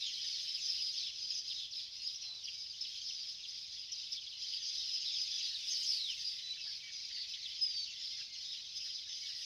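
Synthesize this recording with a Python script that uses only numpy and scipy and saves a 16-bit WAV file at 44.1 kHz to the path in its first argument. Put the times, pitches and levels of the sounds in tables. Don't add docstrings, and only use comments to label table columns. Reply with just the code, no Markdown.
import sys
import numpy as np
from scipy import signal
from scipy.fft import rfft, irfft, next_fast_len
from scipy.io import wavfile
from scipy.ndimage import uniform_filter1d, map_coordinates

SR = 44100
rng = np.random.default_rng(int(sys.argv[2]) if len(sys.argv) > 2 else 0)


def digitize_waveform(pressure):
    field = np.atleast_2d(pressure).T
    bounded = np.clip(field, -1, 1)
    quanta = np.round(bounded * 32767).astype(np.int16)
    wavfile.write(sys.argv[1], SR, quanta)


N = 416744
TIME = np.arange(N) / SR
TOP_HZ = 15550

# frequency_hz, relative_density_db
AIR_SPECTRUM = [(25, -16), (45, -20), (58, 4.5), (80, -1), (150, -3), (250, -13), (550, -16.5), (950, -15),
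                (1300, -17), (8000, -28), (12500, -36.5), (15000, -32)]
# frequency_hz, relative_level_db
HUM_LINES = [(288, -2.5), (346, -2), (403, -3.5), (461, -4)]
# time_s, level_db
HUM_LEVEL = [(0, -88), (.8, -84), (1.4, -83), (2, -92), (9.4, -92.5)]
# start_s, length_s, peak_level_db
RUSTLES = [(2.146, 0.35, -73.5), (6.641, 0.048, -70.5)]
# frequency_hz, relative_density_db
RUSTLE_SPECTRUM = [(100, -19), (800, 1), (2500, -9), (8000, -43)]
# time_s, level_db
SIZZLE_LEVEL = [(0, -71), (.8, -73), (1.6, -87), (4.3, -85), (5.3, -80.5), (5.65, -66.5), (5.88, -63.5),
                (6.3, -74), (6.8, -83), (8.8, -98), (9.4, -68)]
# frequency_hz, relative_density_db
SIZZLE_SPECTRUM = [(6000, -21), (7500, 3), (9500, 4), (12800, -11), (15000, 1)]
# frequency_hz, t60_s
TREE_DECAY = [(4000, 0.67), (12000, 0.28)]
# frequency_hz, relative_density_db
RASP_SPECTRUM = [(3000, -30), (7000, -5), (8000, -6), (9600, -2), (11300, -11), (13200, -17), (15000, -1)]
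# frequency_hz, relative_level_db
CARRY_SPECTRUM = [(1100, -45), (1500, -22.5), (2000, -17.5), (2550, -8), (3700, -2), (5100, 3),
                  (6600, -10.5), (7300, -21.5), (9000, -51)]
# time_s, level_db
LOW_BIRD_LEVEL = [(0, -64), (1.5, -76), (3, -75.5), (4.5, -72), (5.6, -67.5), (7.2, -63), (8.6, -72),
                  (9.4, -65.5)]
# time_s, relative_level_db
CHATTER_LEVEL = [(0, -46.5), (.8, -49.5), (1.42, -57), (2.05, -55.5), (2.4, -54), (2.6, -57.5), (2.77, -52),
                 (3.05, -52.5), (3.85, -53.5), (4.33, -62), (4.7, -53.5), (5.6, -48), (6, -49),
                 (6.8, -53.5), (8.05, -50.5), (8.3, -56), (8.7, -51.5), (9.45, -52.5)]
# start_s, length_s, cheep_relative_level_db, chip_relative_level_db
BOUTS = [(-0.04, 0.088, -48.5, -52), (0.185, 0.31, -47.5, -57), (0.458, 0.16, -50, -55),
         (0.594, 0.23, -42.5, -53), (0.75, 0.19, -50, -53.5), (0.904, 0.22, -47.5, -48),
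         (1.118, 0.24, -49, -54), (1.281, 0.16, -43.5, -55.5), (1.423, 0.25, -49.0, -49.5),
         (1.71, 0.17, -51, -51.0), (1.91, 0.29, -50.5, -65), (2.19, 0.13, -52, -58), (2.42, 0.27, -50, -61),
         (2.783, 0.25, -52.5, -53.0), (3.007, 0.37, -47.5, -69), (3.447, 0.23, -51.5, -66),
         (3.684, 0.14, -51.5, -55.5), (3.898, 0.22, -49.5, -52), (4.094, 0.093, -46, -45),
         (4.174, 0.22, -57.5, -51), (4.364, 0.26, -48, -48.5), (4.598, 0.44, -44.5, -51.5),
         (5.0, 0.32, -43.5, -53), (5.272, 0.26, -44, -47), (5.646, 0.38, -43, -59), (6.07, 0.097, -44, -67),
         (6.16, 0.26, -48.5, -61), (6.58, 0.22, -49.5, -61), (6.902, 0.26, -49, -73),
         (7.074, 0.21, -71, -53), (7.273, 0.096, -47, -48), (7.43, 0.17, -59, -51.5),
         (7.66, 0.23, -54.5, -55), (7.977, 0.3, -49.5, -53.5), (8.315, 0.3, -50.5, -51.5),
         (8.73, 0.3, -47.5, -66), (9.07, 0.16, -49, -68), (9.187, 0.51, -48.5, -59)]
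# start_s, length_s, start_pitch_hz, end_pitch_hz, relative_level_db
CHIPS = [(0, 0.12, 4120, 2740, -42.5), (0.29, 0.12, 5140, 3620, -45), (0.94, 0.1, 5480, 3670, -43),
         (1.02, 0.092, 4270, 2530, -47.5), (1.37, 0.046, 6120, 5260, -45.5),
         (1.495, 0.039, 4400, 2630, -43.5), (1.57, 0.12, 3850, 3105, -47.5), (1.71, 0.038, 6000, 3410, -45),
         (1.775, 0.04, 4610, 2670, -49.5), (2.07, 0.053, 4800, 2580, -49), (2.14, 0.047, 6100, 5000, -47.5),
         (2.21, .06, 6000, 4860, -48), (2.438, 0.029, 5740, 4430, -43), (2.47, 0.034, 3500, 2690, -45.5),
         (2.83, 0.033, 5030, 2560, -46.5), (3.085, 0.033, 4200, 2500, -48), (3.43, 0.039, 3940, 2660, -49),
         (3.917, 0.0262, 5950, 4880, -40.5), (4.12, 0.028, 5500, 4670, -39.5),
         (4.14, 0.033, 4950, 2980, -51), (4.165, 0.036, 3600, 3320, -46.5), (4.265, 0.027, 3450, 3270, -48),
         (4.65, 0.035, 5900, 4620, -44), (4.76, 0.09, 4060, 3504, -46.5), (5.05, 0.082, 4110, 3330, -43.5),
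         (5.13, 0.064, 3900, 2904, -44.5), (5.54, 0.038, 4220, 3440, -42), (5.72, 0.064, 5810, 3690, -40),
         (6.385, 0.016, 4120, 3200, -46.5), (7.335, 0.025, 3840, 2790, -44.5),
         (7.425, 0.035, 4220, 3830, -45.5), (7.45, 0.029, 3900, 3040, -43), (8.17, 0.058, 2100, 1570, -65),
         (8.85, 0.037, 2200, 1540, -66), (8.98, 0.021, 3680, 3410, -47.5), (9.12, 0.019, 3480, 3380, -47),
         (9.255, 0.03, 3700, 3260, -47.5)]
# start_s, length_s, mid_pitch_hz, relative_level_db
CHEEPS = [(.06, 0.044, 6560, -53), (0.217, 0.13, 4800, -48), (0.467, 0.071, 5250, -45),
          (0.541, 0.032, 4940, -41.5), (0.588, 0.036, 6730, -60), (0.666, 0.058, 5280, -41),
          (0.798, 0.13, 4940, -40.5), (1.218, 0.055, 4955, -44), (1.303, 0.017, 5090, -38.5),
          (1.311, .04, 6430, -55), (1.335, 0.06, 5050, -49), (1.474, 0.053, 4950, -44.5),
          (1.749, 0.062, 5085, -45), (2.001, 0.14, 4860, -45.5), (2.064, 0.02, 5120, -39),
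          (2.577, 0.12, 4920, -49), (2.697, 0.032, 4800, -46), (2.808, 0.025, 5160, -39),
          (3.06, 0.03, 5030, -45.5), (3.778, 0.086, 4930, -48.5), (4.419, 0.03, 5100, -45.5),
          (4.52, 0.063, 4870, -41.5), (4.91, 0.083, 5100, -41), (5.181, 0.08, 4980, -41.5),
          (5.699, 0.046, 6260, -42), (7.89, 0.048, 6770, -66), (7.99, .05, 6800, -66),
          (8.76, 0.033, 4960, -47), (9.08, 0.097, 6050, -53.5), (9.413, 0.052, 5980, -56)]
# start_s, length_s, mid_pitch_hz, relative_level_db
WHISTLES = [(1.99, 0.051, 4300, -52), (2.22, 0.19, 4033, -50), (2.53, 0.11, 2284, -68),
            (6.243, 0.037, 4890, -38.5), (6.264, .04, 4760, -41), (6.29, 0.048, 4640, -47),
            (6.415, 0.093, 3975, -49.5), (6.49, 0.049, 3965, -43), (6.532, 0.065, 3980, -55),
            (6.575, 0.076, 2615, -57.5), (6.82, 0.11, 2280, -57), (7.57, 0.05, 5080, -50),
            (7.61, 0.054, 5050, -33), (7.656, 0.022, 5050, -39), (7.701, .025, 5070, -46),
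            (7.665, 0.07, 4800, -44), (7.73, 0.132, 4570, -40.5), (7.87, 0.088, 2720, -59),
            (8.11, 0.078, 2120, -65), (8.28, 0.11, 2110, -67), (8.31, 0.079, 4230, -51.5),
            (9.21, 0.076, 2230, -63)]
# start_s, length_s, start_pitch_hz, level_db
REEDY_CALLS = [(6.617, .17, 4820, -49.5), (7.112, .15, 4760, -45)]
# time_s, pitch_hz, level_db
WHEEZE = [(5.82, 7000, -52), (5.86, 6100, -48), (5.877, 5400, -40), (5.9, 5120, -32.5), (5.92, 4900, -39),
          (5.95, 4620, -39.5), (6, 4200, -41), (6.05, 3800, -40), (6.08, 3370, -42), (6.105, 3030, -39.5),
          (6.15, 2450, -56)]

BOUT_ATTACK_S, BOUT_RELEASE_S = 0.04, 0.056
HIGH_LEAD_S, CHIP_LAG_S = 0.0077, 0.012
HIGH_FADE_DB, CHIP_RISE_DB = 3.5, 5.5
CHEEP_SAG = 0.0335
WHISTLE_SAG_PER_S = 0.29
REEDY_FALL_HZ_PER_S, REEDY_BUZZ_HZ = 2700, 360


def amp(db):
    return 10 ** (np.asarray(db) / 20)


def unit(x):
    return x / np.sqrt(np.mean(x ** 2) + 1e-20)


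def along(points, hz):
    point_hz, value = np.transpose(points)
    return np.interp(np.log(hz + 1), np.log(point_hz + 1), value)


def curves(rows, t):
    times, *columns = np.transpose(rows)
    return [np.interp(t, times, column) for column in columns]


def wobble(t, rate):
    knots = rng.standard_normal(int(t[-1] * rate) + 4)
    return map_coordinates(knots, [t * rate + 1], order=2, mode="mirror")


def filtered(x, response):
    size = next_fast_len(N + SR // 2)
    spectrum = rfft(x, size) * response(np.fft.rfftfreq(size, 1 / SR))
    return irfft(spectrum, size)[:N]


def noise(spectrum):
    return unit(filtered(rng.standard_normal(N), lambda hz: amp(along(spectrum, hz))))


def add(track, start_s, sound):
    start = max(int(start_s * SR), 0)
    part = track[start:start + len(sound)]
    part += sound[:len(part)]


def air():
    return noise(AIR_SPECTRUM) * amp(-74.5 + 0.31 * wobble(TIME, 8.8))


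def hum():
    lines = [amp(db) * np.sin(2 * np.pi * hz * TIME + wobble(TIME, 24)) for hz, db in HUM_LINES]
    return unit(sum(lines)) * amp(curves(HUM_LEVEL, TIME)[0])


def rustling():
    strokes = np.zeros(N)
    for start_s, length_s, db in RUSTLES:
        add(strokes, start_s, amp(db) * np.hanning(int(length_s * SR)))
    return noise(RUSTLE_SPECTRUM) * strokes


def sizzle():
    return noise(SIZZLE_SPECTRUM) * amp(curves(SIZZLE_LEVEL, TIME)[0] + 2.0 * wobble(TIME, 22))


def trees(x, leaves_db, far_db, leaves_t60=0.33):
    t = np.arange(SR // 2) / SR
    leaves = rng.standard_normal(len(t)) * amp(-60 * t / leaves_t60) * (t > .002)
    hz, frame_s, cells = signal.stft(rng.standard_normal(len(t)), SR, nperseg=256)
    decay = amp(-60 * frame_s / along(TREE_DECAY, hz)[:, None])
    tail = signal.istft(cells * decay, SR)[1][:len(t)]
    echo = amp(leaves_db) * leaves / np.linalg.norm(leaves) + amp(far_db) * tail / np.linalg.norm(tail)
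    scattered = x + signal.fftconvolve(x, echo)[:N]
    return scattered / np.sqrt(1 + np.sum(echo ** 2))


def hiss(voice, grows=0.93, flicker_db=2):
    strength = np.sqrt(np.abs(uniform_filter1d(voice ** 2, size=90)))
    envelope = unit(strength ** grows * amp(flicker_db * wobble(TIME, 17)))
    return noise(RASP_SPECTRUM) * envelope * np.std(voice)


def syrinx(pitch, rasp, flutter_db, jitter_hz=1100, flutter_hz=260):
    t = np.arange(len(pitch)) / SR
    buzz_hz = 200 * rng.uniform(0.507, 1.6)
    buzz = np.sin(2 * np.pi * buzz_hz * t + wobble(t, 60))
    shake_hz = 4000 * rasp * (buzz + wobble(t, jitter_hz))
    phase = 2 * np.pi * np.cumsum(pitch + shake_hz) / SR
    tone = np.sin(phase) + amp(-37) * np.sin(2 * phase) + amp(-47) * np.sin(3 * phase)
    flutter = amp(flutter_db * (wobble(t, flutter_hz) + .5 * buzz))
    return unit(tone * flutter)


def call(length_s, start_hz, end_hz, rasp, flutter_db):
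    progress = np.linspace(0, 1, max(int(length_s * SR), SR // 100))
    swell = np.abs(np.sin(np.pi * progress ** .8)) ** .7
    pitch = start_hz + (end_hz - start_hz) * progress
    return unit(swell * syrinx(pitch, rasp, flutter_db))


def crowd(count, length_s, start_hz, end_hz, spread, rasp, flutter_db, distance_db):
    track = np.zeros(N)
    moments = (np.arange(count) + rng.uniform(-1, 1, count)) * TIME[-1] / count
    traits = np.clip(rng.standard_normal((count, 4)), -2, 2)
    for moment, (voice, slope, slow, near) in zip(moments, traits):
        note_s = length_s * np.exp(.35 * slow)
        first_hz = start_hz * np.exp(spread * voice)
        last_hz = end_hz * np.exp(spread * (voice + .5 * slope))
        note = call(note_s, first_hz, last_hz, rasp, flutter_db)
        add(track, moment, amp(distance_db * near) * note)
    power = uniform_filter1d(track ** 2, size=SR // 18)
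    power = np.abs(uniform_filter1d(power, size=SR // 18))
    return unit(track / np.sqrt(power + 0.027 * power.mean()))


def activity(delay_s, tilt_db, chatter_db, bout_db, levels):
    power = amp(curves(CHATTER_LEVEL, TIME)[0] + chatter_db) ** 2
    for (start_s, length_s, *_), db in zip(BOUTS, levels):
        t = np.arange(0, length_s, 1 / SR)
        attack = np.minimum(t / BOUT_ATTACK_S, 1)
        release = np.minimum((length_s - t) / BOUT_RELEASE_S, 1)
        gain = amp(db + bout_db + tilt_db * (t / length_s - .5))
        add(power, start_s + delay_s, (attack * release * gain) ** 2)
    return 10 * np.log10(power)


def far_twitter():
    voices = crowd(count=1700, length_s=.03, start_hz=3903, end_hz=3754, spread=.26,
                   rasp=0.022, flutter_db=4.0, distance_db=1)
    carried = unit(filtered(voices, lambda hz: amp(along(CARRY_SPECTRUM, hz))))
    return carried + amp(-1) * noise(CARRY_SPECTRUM)


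def flock():
    _, _, cheep_levels, chip_levels = np.transpose(BOUTS)
    high_db = activity(-HIGH_LEAD_S, -HIGH_FADE_DB, chatter_db=-6.5, bout_db=-7, levels=cheep_levels)
    cheeps_db = activity(0, 0, chatter_db=-4, bout_db=0.3, levels=cheep_levels)
    chips_db = activity(CHIP_LAG_S, CHIP_RISE_DB, chatter_db=-1.5, bout_db=-0.13, levels=chip_levels)
    low_db, = curves(LOW_BIRD_LEVEL, TIME)
    twitter_db = (chips_db + high_db) / 2 + 1.4
    chips = crowd(count=760, length_s=.028, start_hz=3954, end_hz=3694, spread=.15,
                  rasp=0.031, flutter_db=2.5, distance_db=1.0)
    cheeps = crowd(count=400, length_s=0.061, start_hz=5047, end_hz=4930, spread=.023,
                   rasp=0.026, flutter_db=3.5, distance_db=1.0)
    high = crowd(count=620, length_s=.03, start_hz=5645, end_hz=5450, spread=.065,
                 rasp=.025, flutter_db=0.0, distance_db=-0.5)
    low = crowd(count=420, length_s=.04, start_hz=2280, end_hz=2202, spread=0.11,
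                rasp=0.024, flutter_db=3.5, distance_db=1.5)
    calls = chips * amp(chips_db) + cheeps * amp(cheeps_db) + high * amp(high_db) + low * amp(low_db)
    return calls + far_twitter() * amp(twitter_db)


def near_birds(notes, gain_db, rasp, flutter_db):
    track = np.zeros(N)
    for start_s, length_s, start_hz, end_hz, db in notes:
        add(track, start_s, amp(db + gain_db) * call(length_s, start_hz, end_hz, rasp, flutter_db))
    return track


def whistling():
    notes = []
    for start_s, length_s, hz, db in WHISTLES:
        half_sag = WHISTLE_SAG_PER_S * length_s / 2
        notes.append((start_s, length_s, hz * (1 + half_sag), hz * (1 - half_sag), db))
    return near_birds(notes, gain_db=-0.7, rasp=0.004, flutter_db=1.3)


def chipping():
    return near_birds(CHIPS, gain_db=-1.4, rasp=0.04, flutter_db=2.5)


def cheeping():
    half_sag = CHEEP_SAG / 2
    notes = [(start_s, length_s, hz * (1 + half_sag), hz * (1 - half_sag), db)
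             for start_s, length_s, hz, db in CHEEPS]
    return near_birds(notes, gain_db=-0.5, rasp=0.026, flutter_db=3.0)


def reedy(depth=0.75, rasp=0.015, flutter_db=2):
    track = np.zeros(N)
    for start_s, length_s, hz, db in REEDY_CALLS:
        note = call(length_s, hz, hz - REEDY_FALL_HZ_PER_S * length_s, rasp, flutter_db)
        t = np.arange(len(note)) / SR
        beat = 1 + depth * np.sin(2 * np.pi * REEDY_BUZZ_HZ * t + wobble(t, 40))
        add(track, start_s, amp(db) * unit(note * beat))
    return track


def wheeze(flutter_db=3.5, throb_hz=85, throb_db=-2.5):
    t = np.arange(WHEEZE[0][0], WHEEZE[-1][0], 1 / SR)
    pitch, db = curves(WHEEZE, t)
    rasp = np.linspace(.045, .014, len(t))
    throb = amp(throb_db * np.sin(2 * np.pi * throb_hz * t))
    note = unit(throb * syrinx(pitch, rasp, flutter_db))
    track = np.zeros(N)
    add(track, t[0], amp(db) * note * signal.windows.tukey(len(t), .1))
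    return track


def scene():
    background = air() + hum() + rustling()
    colony = flock()
    far = trees(colony + amp(-29) * hiss(colony), leaves_db=-10.0, far_db=-10.5)
    raspy = chipping() + cheeping() + reedy() + wheeze()
    voices = raspy + amp(-34.5) * hiss(raspy) + whistling()
    near = trees(voices, leaves_db=-15, far_db=-14, leaves_t60=.1)
    return (background + sizzle() + far + near)[None]


def record(dry):
    return filtered(dry[0], lambda hz: hz < TOP_HZ)[None]


dry = scene()
out = record(dry)
digitize_waveform(out)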